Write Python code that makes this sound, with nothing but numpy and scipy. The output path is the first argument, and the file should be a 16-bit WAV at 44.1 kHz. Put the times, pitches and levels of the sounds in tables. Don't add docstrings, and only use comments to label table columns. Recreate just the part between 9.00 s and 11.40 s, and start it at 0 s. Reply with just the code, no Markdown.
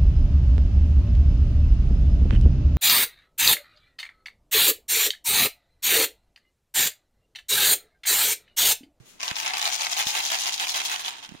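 import sys
import numpy as np
from scipy import signal
from scipy.io import wavfile
from scipy.ndimage import uniform_filter1d

SR = 44100
rng = np.random.default_rng(int(sys.argv[2]) if len(sys.argv) > 2 else 0)


def generate_wav(signal):
    frames = np.transpose(np.atleast_2d(signal))
    scaled = np.clip(frames, -1, 1) * 32767
    pcm = np.round(scaled).astype(np.int16)
    wavfile.write(sys.argv[1], SR, pcm)


N = 105840

# t/s, spread/s, level/dB, boom relative to that level/dB
LANDINGS = [(0.253, 0.019, -32, 2), (0.306, 0.013, -37.5, 10), (.395, 0.023, -29.5, -3.5),
            (0.471, 0.021, -32, 8.5), (0.546, 0.012, -35, 10), (0.585, 0.011, -26, -1.5),
            (.66, 0.027, -25.5, 2), (0.74, 0.013, -22.5, -8), (0.831, 0.024, -26.5, 0.5),
            (0.922, .013, -24.5, -5.5), (0.999, 0.019, -22, 0.5), (1.092, 0.017, -22, -13),
            (1.173, 0.021, -23.5, 1.5), (1.259, 0.02, -24, -16), (1.335, 0.02, -24.5, 1),
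            (1.414, 0.02, -24, -20), (1.473, .016, -25, -0.5), (1.54, 0.0092, -23.5, -25),
            (1.622, 0.017, -26, 1.5), (1.7, 0.014, -23.5, -19), (1.765, 0.013, -23.5, 0),
            (1.801, 0.0095, -31.5, 6), (1.859, 0.0105, -23.5, -8.5), (1.924, 0.019, -27, 3.5),
            (2.003, 0.011, -30.5, -2.5), (2.074, 0.016, -28.5, 0.5), (2.125, 0.019, -41, 4),
            (2.181, 0.011, -42, 3), (2.244, 0.011, -39, 2), (2.35, 0.04, -54, 4.5)]
# t/s, level/dB
SLIDING_LEVEL = [(0, -66), (.195, -64), (.205, -48), (.34, -60), (.38, -40), (1.0, -35.5), (1.5, -36),
                 (1.9, -32), (2.1, -46), (2.22, -50), (2.4, -62)]
# t/s, f/Hz
BOTTOM_PITCH = [(.5, 2320), (1.2, 2654), (1.8, 3140)]
def rattle(count=3600):
    slide_boom_db, usual_hit_db, top_hz = -29.5, -22.5, 5305
    when, size, snap, patch, where = rng.random((count, 5)).T
    times = np.sort(when) * N / SR
    size = amp(4.5 * np.minimum(-np.log(size), 2.7))
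    gap = SR * abs(uniform_filter1d(np.gradient(times), 21))
    size *= np.sqrt(gap / uniform_filter1d(size ** 2, 21))
    swells = [(amp(db) ** 2 * np.exp(-.5 * ((times - s) / spread) ** 2), boom_db)
              for s, spread, db, boom_db in LANDINGS]
    swells.append((amp(at_time(SLIDING_LEVEL, times)) ** 2, slide_boom_db))
    force = size * np.sqrt(sum(power for power, _ in swells))
    push = size * np.sqrt(sum(power * amp(boom_db) ** 2 for power, boom_db in swells))
    on_bottom = where < push / force
    ring_hz = np.where(on_bottom, at_time(BOTTOM_PITCH, times), top_hz) * 2 ** (.365 * (2 * patch - 1))
    snap_hz = 2600 * (11400 / 2600) ** snap
    harder_db = np.clip(20 * np.log10(force + 1e-9) - usual_hit_db, -10, 20)
    snap_hz = np.minimum(snap_hz * 2 ** (.03 * harder_db), SR / 3)
    return contacts(times, force, push, snap_hz, ring_hz, ring_db=-6.5, ring_cycles=10, wall_db=-2.5)


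# t/s, level/dB, ring f/Hz
HARD_HITS = [(.2, -14, 3000), (.2053, -7, 2560), (.2153, -7.5, 2320), (.2303, 1, 2840), (.2337, -3.5, 2550),
             (0.28, -3, 2940), (0.2798, -0.5, 3360), (.2870, -4, 6100), (0.3063, -8, 1980),
             (.3120, -2.5, 1530), (.3565, -3.5, 5100), (0.3613, -7, 5540), (0.3663, -1, 2780),
             (0.3856, -3, 2750), (0.401, -2, 2560), (.4125, -6.5, 2850), (0.4317, -4, 2700),
             (0.4623, 1.5, 2770), (.4781, 1, 2440), (.5068, -2.5, 2100), (0.5364, 0.5, 2500),
             (.5400, -3, 1840), (.5700, 0, 2520), (0.616, 1, 3900), (0.628, 0, 4060), (.6550, 4.5, 3880),
             (0.6762, 0, 2300), (0.725, -2, 3930), (.7614, -2, 5500), (0.7803, -6, 3560),
             (0.7977, -6.5, 1970), (0.8099, 1, 4800), (.8200, -1, 3500), (0.849, -0.5, 5040),
             (.8680, 1.5, 2070), (0.9316, 0.5, 5050), (0.9799, 0, 4370), (.9992, -0.5, 3450),
             (1.0702, 3, 3650), (1.1153, -6, 6500), (1.1530, -0.5, 2780), (1.2042, -1, 2700),
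             (1.2330, -5, 4200), (1.2414, -5, 4150), (1.2602, 0, 6100), (1.3020, -2, 3170),
             (1.3195, 2, 1820), (1.346, 0.5, 3130), (1.3541, 0, 2540), (1.473, 0.5, 4640), (1.494, 1, 3070),
             (1.524, -3, 4510), (1.5790, -3.5, 4550), (1.598, 0.5, 3240), (1.603, -2.5, 2930),
             (1.6378, -8, 2670), (1.6469, -3, 3200), (1.67, -2, 2440), (1.6939, 2.5, 6200),
             (1.7441, 0, 3200), (1.8031, -3, 2820), (1.817, -2, 2280), (1.8578, -3, 3150),
             (1.8986, -5, 2980), (1.9602, -2.5, 3060), (2.0481, -4, 3330), (2.0618, -6, 3170),
             (2.0820, -4, 3240), (2.2292, -16, 3160), (2.2913, -15.5, 2920)]
def clacks():
    times, db, ring_hz = np.transpose(HARD_HITS)
    centre_hz = 5030
    octaves_below = np.log2(centre_hz / ring_hz)
    snap_hz = centre_hz * 2 ** (.35 * (2 * rng.random(len(times)) - 1))
    ring_db, boom_db = -4.5 + 7.5 * octaves_below, -12.5 + 9.5 * octaves_below
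    return contacts(times, amp(db), amp(db + boom_db), snap_hz, ring_hz, ring_db[:, None],
                    ring_cycles=3.9, wall_db=-5.5)


# f/Hz, gain/dB
CLICK_SPECTRUM = [(100, -43.5), (550, -20), (720, -4), (950, -5.5), (1320, -15), (1700, -12.5),
                  (3000, -5.5), (4500, -3), (6800, 3), (7700, -5), (10500, -7.5), (15500, -3.5)]
def contacts(times, force, push, snap_hz, ring_hz, ring_db, ring_cycles, wall_db, size=384):
    snap_cycles, max_bounce_s, crack_s, wall_s, wall_top_hz = .97, .001232, .00002, .0026, 7200
    when, side, bounce, sign = rng.random((len(times), 4)).T[:, :, None]
    t, sign = np.arange(size) / SR, np.sign(sign - .5)
    samples = (np.round(times * SR).astype(int)[:, None] + np.arange(size)).ravel()
    right_lag_s = .00044 + .00007 * (4 * side - 2)
    mics = []
    for lag in (0, right_lag_s):
        age = t - lag - when / SR
        snap = damped_sine(age, snap_hz[:, None], snap_cycles)
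        rebound = amp(-3.5) * damped_sine(age - max_bounce_s * bounce, snap_hz[:, None], snap_cycles)
        crack = amp(-10.5) * unit((age > 0) * np.exp(-np.maximum(age, 0) / crack_s))
        buzz = signal.lfilter(*signal.butter(2, wall_top_hz, fs=SR), rng.standard_normal(age.shape))
        wall = amp(wall_db) * unit(buzz * np.exp(-t / wall_s) * (age > 0))
        ring = amp(ring_db) * damped_sine(age, ring_hz[:, None], ring_cycles)
        click = unit(unit(snap + rebound) + crack + wall + ring)
        impulse = np.diff(age > 0, prepend=False)
        clicks = np.bincount(samples, (sign * force[:, None] * click).ravel(), N)[:N]
        knocks = np.bincount(samples, (sign * push[:, None] * impulse).ravel(), N)[:N]
        mics.append(colour(clicks, CLICK_SPECTRUM) + amp(-5.5) * tub(knocks))
    return np.array(mics)


# f/Hz, gain/dB
BOOM_SPECTRUM = [(60, -36.5), (200, -20), (340, -9), (560, -9), (700, 4), (1000, 7), (1320, 3), (1750, 4),
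                 (4000, 2), (16000, -25.5)]
# f/Hz, level/dB, T60/s
TUB_MODES = [(710, -46, .07), (850, -51.5, 0.057), (2185, -50, 0.029), (3190, -44, .025), (4180, -51, 0.05)]
# t/s, f/Hz
HOLLOW_PITCH = [(.22, 1030), (.4, 836), (.9, 830), (1.01, 810), (1.09, 850), (1.18, 780), (1.27, 835),
                (1.36, 800), (1.6, 830), (1.7, 775), (1.8, 740), (1.93, 820), (2.1, 920)]
def tub(push):
    t = np.arange(SR // 10) / SR
    modes = sum(amp(db - 60 * t / t60) * np.sin(2 * np.pi * hz * t) for hz, db, t60 in TUB_MODES)
    bandwidth_hz = 105
    pole = np.exp(-np.pi * bandwidth_hz / SR)
    carrier = np.exp(2j * np.pi * np.cumsum(at_time(HOLLOW_PITCH)) / SR)
    hollow = 2 * (carrier * signal.lfilter([1 - pole], [1, -pole], push / carrier + 1e-18)).real
    hollow = signal.lfilter(*signal.butter(2, 500, "high", fs=SR), hollow)
    return colour(push, BOOM_SPECTRUM) + amp(6.5) * hollow + convolve(push, modes)


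# t/s, level/dB, f/Hz, decay time/s
FINGER_BUMPS = [(.001, -41.5, 127, 0.013), (0.3158, -14.5, 109, 0.0014), (1.0674, -16.5, 112, 0.0015),
                (2.291, -36.5, 206, 0.0039), (2.314, -29, 168, 0.0015), (2.3199, -24.5, 197, 0.0027),
                (2.3432, -30, 227, 0.0027), (2.35, -19.5, 215, 0.0014)]
def bumps():
    t, out = np.arange(SR // 8) / SR, np.zeros(N)
    knock_hz, octave_fall_s = 890, .0035
    knock = np.exp(-t / .002) * np.sin(2 * np.pi * knock_hz * octave_fall_s * np.log1p(t / octave_fall_s))
    tick = damped_sine(t, hz=1390, cycles=.21)
    for s, db, hz, decay in FINGER_BUMPS:
        thump = 2 * (1 - np.exp(-t / .0027)) * np.exp(-t / decay) * np.cos(2 * np.pi * hz * t)
        add(out, s, amp(db) * (thump + amp(-4) * tick + amp(-19.5) * knock))
    return np.array([amp(-29) * out, out])


# t/s, level/dB
SCRAPE_LEVEL = [(.045, -66), (.06, -53.5), (.1, -50.5), (.16, -58.5), (.22, -75)]
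# f/Hz, gain/dB
SCRAPE_SPECTRUM = [(100, -34), (800, -15), (2500, 1), (5000, -0.5), (6700, 6.5), (8000, -1.5),
                   (15500, -7.5)]
def scrape():
    return amp(at_time(SCRAPE_LEVEL)) * stereo_noise(SCRAPE_SPECTRUM)


# f/Hz, T60/s
REVERB_TIME = [(200, 0.61), (1000, 0.89), (4000, 0.18), (8000, 0.033), (15000, 0.38)]
def room(x):
    tail_db, early_db, early_decay_s, shift_s = -13, -7, .0041, .08
    t = np.arange(SR // 2) / SR
    taps = (rng.random(len(t)) < .08) * (t > .0015)
    hz, when, spectrum = signal.stft(taps * rng.standard_normal(len(t)), SR, nperseg=256)
    decay = amp(-60 * when / at_frequency(REVERB_TIME, hz)[:, None])
    tail = signal.istft(spectrum * decay, SR, nperseg=256)[1][:len(t)]
    out, hop = convolve(x, amp(tail_db) * unit(tail)), round(shift_s * SR)
    early = (taps * np.exp(-t / early_decay_s))[:SR // 20]
    for start in range(0, N, hop):
        part = x[start:start + 2 * hop]
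        part = part * np.sin(np.pi * np.arange(len(part)) / (2 * hop))
        echoes = unit(early * rng.standard_normal(len(early)))
        add(out, start / SR, amp(early_db) * signal.fftconvolve(part, echoes))
    return out


# f/Hz, gain/dB
HUSH_SPECTRUM = [(25, -1), (60, -5.5), (300, 1), (700, -7.5), (2000, -10), (9000, -22), (16000, -32)]
def hush():
    left_db, right_db = -60, -58.5
    return amp([[left_db], [right_db]]) * np.sqrt(N) * unit(stereo_noise(HUSH_SPECTRUM))


def amp(db):
    return 10 ** (np.asarray(db) / 20)


def unit(x):
    return x / np.sqrt(np.sum(x ** 2, -1, keepdims=True) + 1e-20)


def at_time(points, t=np.arange(N) / SR):
    return np.interp(t, *np.transpose(points))


def at_frequency(points, hz):
    f, value = np.transpose(points)
    return np.interp(np.log(hz + 1), np.log(f + 1), value)


def damped_sine(t, hz, cycles):
    t = np.maximum(t, 0)
    return unit(np.exp(-t * hz / cycles) * np.sin(2 * np.pi * hz * t))


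def add(mix, s, sound):
    part = mix[round(s * SR):][:len(sound)]
    part += sound[:len(part)]


def convolve(x, response):
    return signal.oaconvolve(x, response)[:N]


def colour(x, points, size=2048):
    log_gain = np.log(amp(at_frequency(points, abs(np.fft.fftfreq(size, 1 / SR)))))
    return convolve(x, np.fft.ifft(np.exp(np.conj(signal.hilbert(log_gain)))).real)


def stereo_noise(points):
    return np.array([colour(white, points) for white in rng.standard_normal((2, N))])


# t/s, left minus right level/dB
BALANCE = [(.2, 2.5), (1.0, 1.5), (1.5, -0.2), (2.1, -1)]
# f/Hz, gain/dB
RIGHT_RESPONSE = [(100, -14), (250, -1), (550, -3.5), (850, -3), (1300, 0.5), (2400, 5), (3300, 5),
                  (4200, 2), (5500, -6), (6800, -14), (8500, -2.5), (10200, 0.5), (11800, -6.5),
                  (13500, -25.5)]
def scene():
    lean = amp(at_time(BALANCE) / 2)
    left, right = (rattle() + clacks() + scrape()) * np.array([lean, 1 / lean])
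    return np.array([left + room(left), colour(right + room(right), RIGHT_RESPONSE)]) + bumps() + hush()


def record(dry):
    low_pass = signal.firwin(401, 15900, window=("kaiser", 9), fs=SR)
    return signal.oaconvolve(dry, low_pass[None], "same")


dry = scene()
out = record(dry)
generate_wav(out)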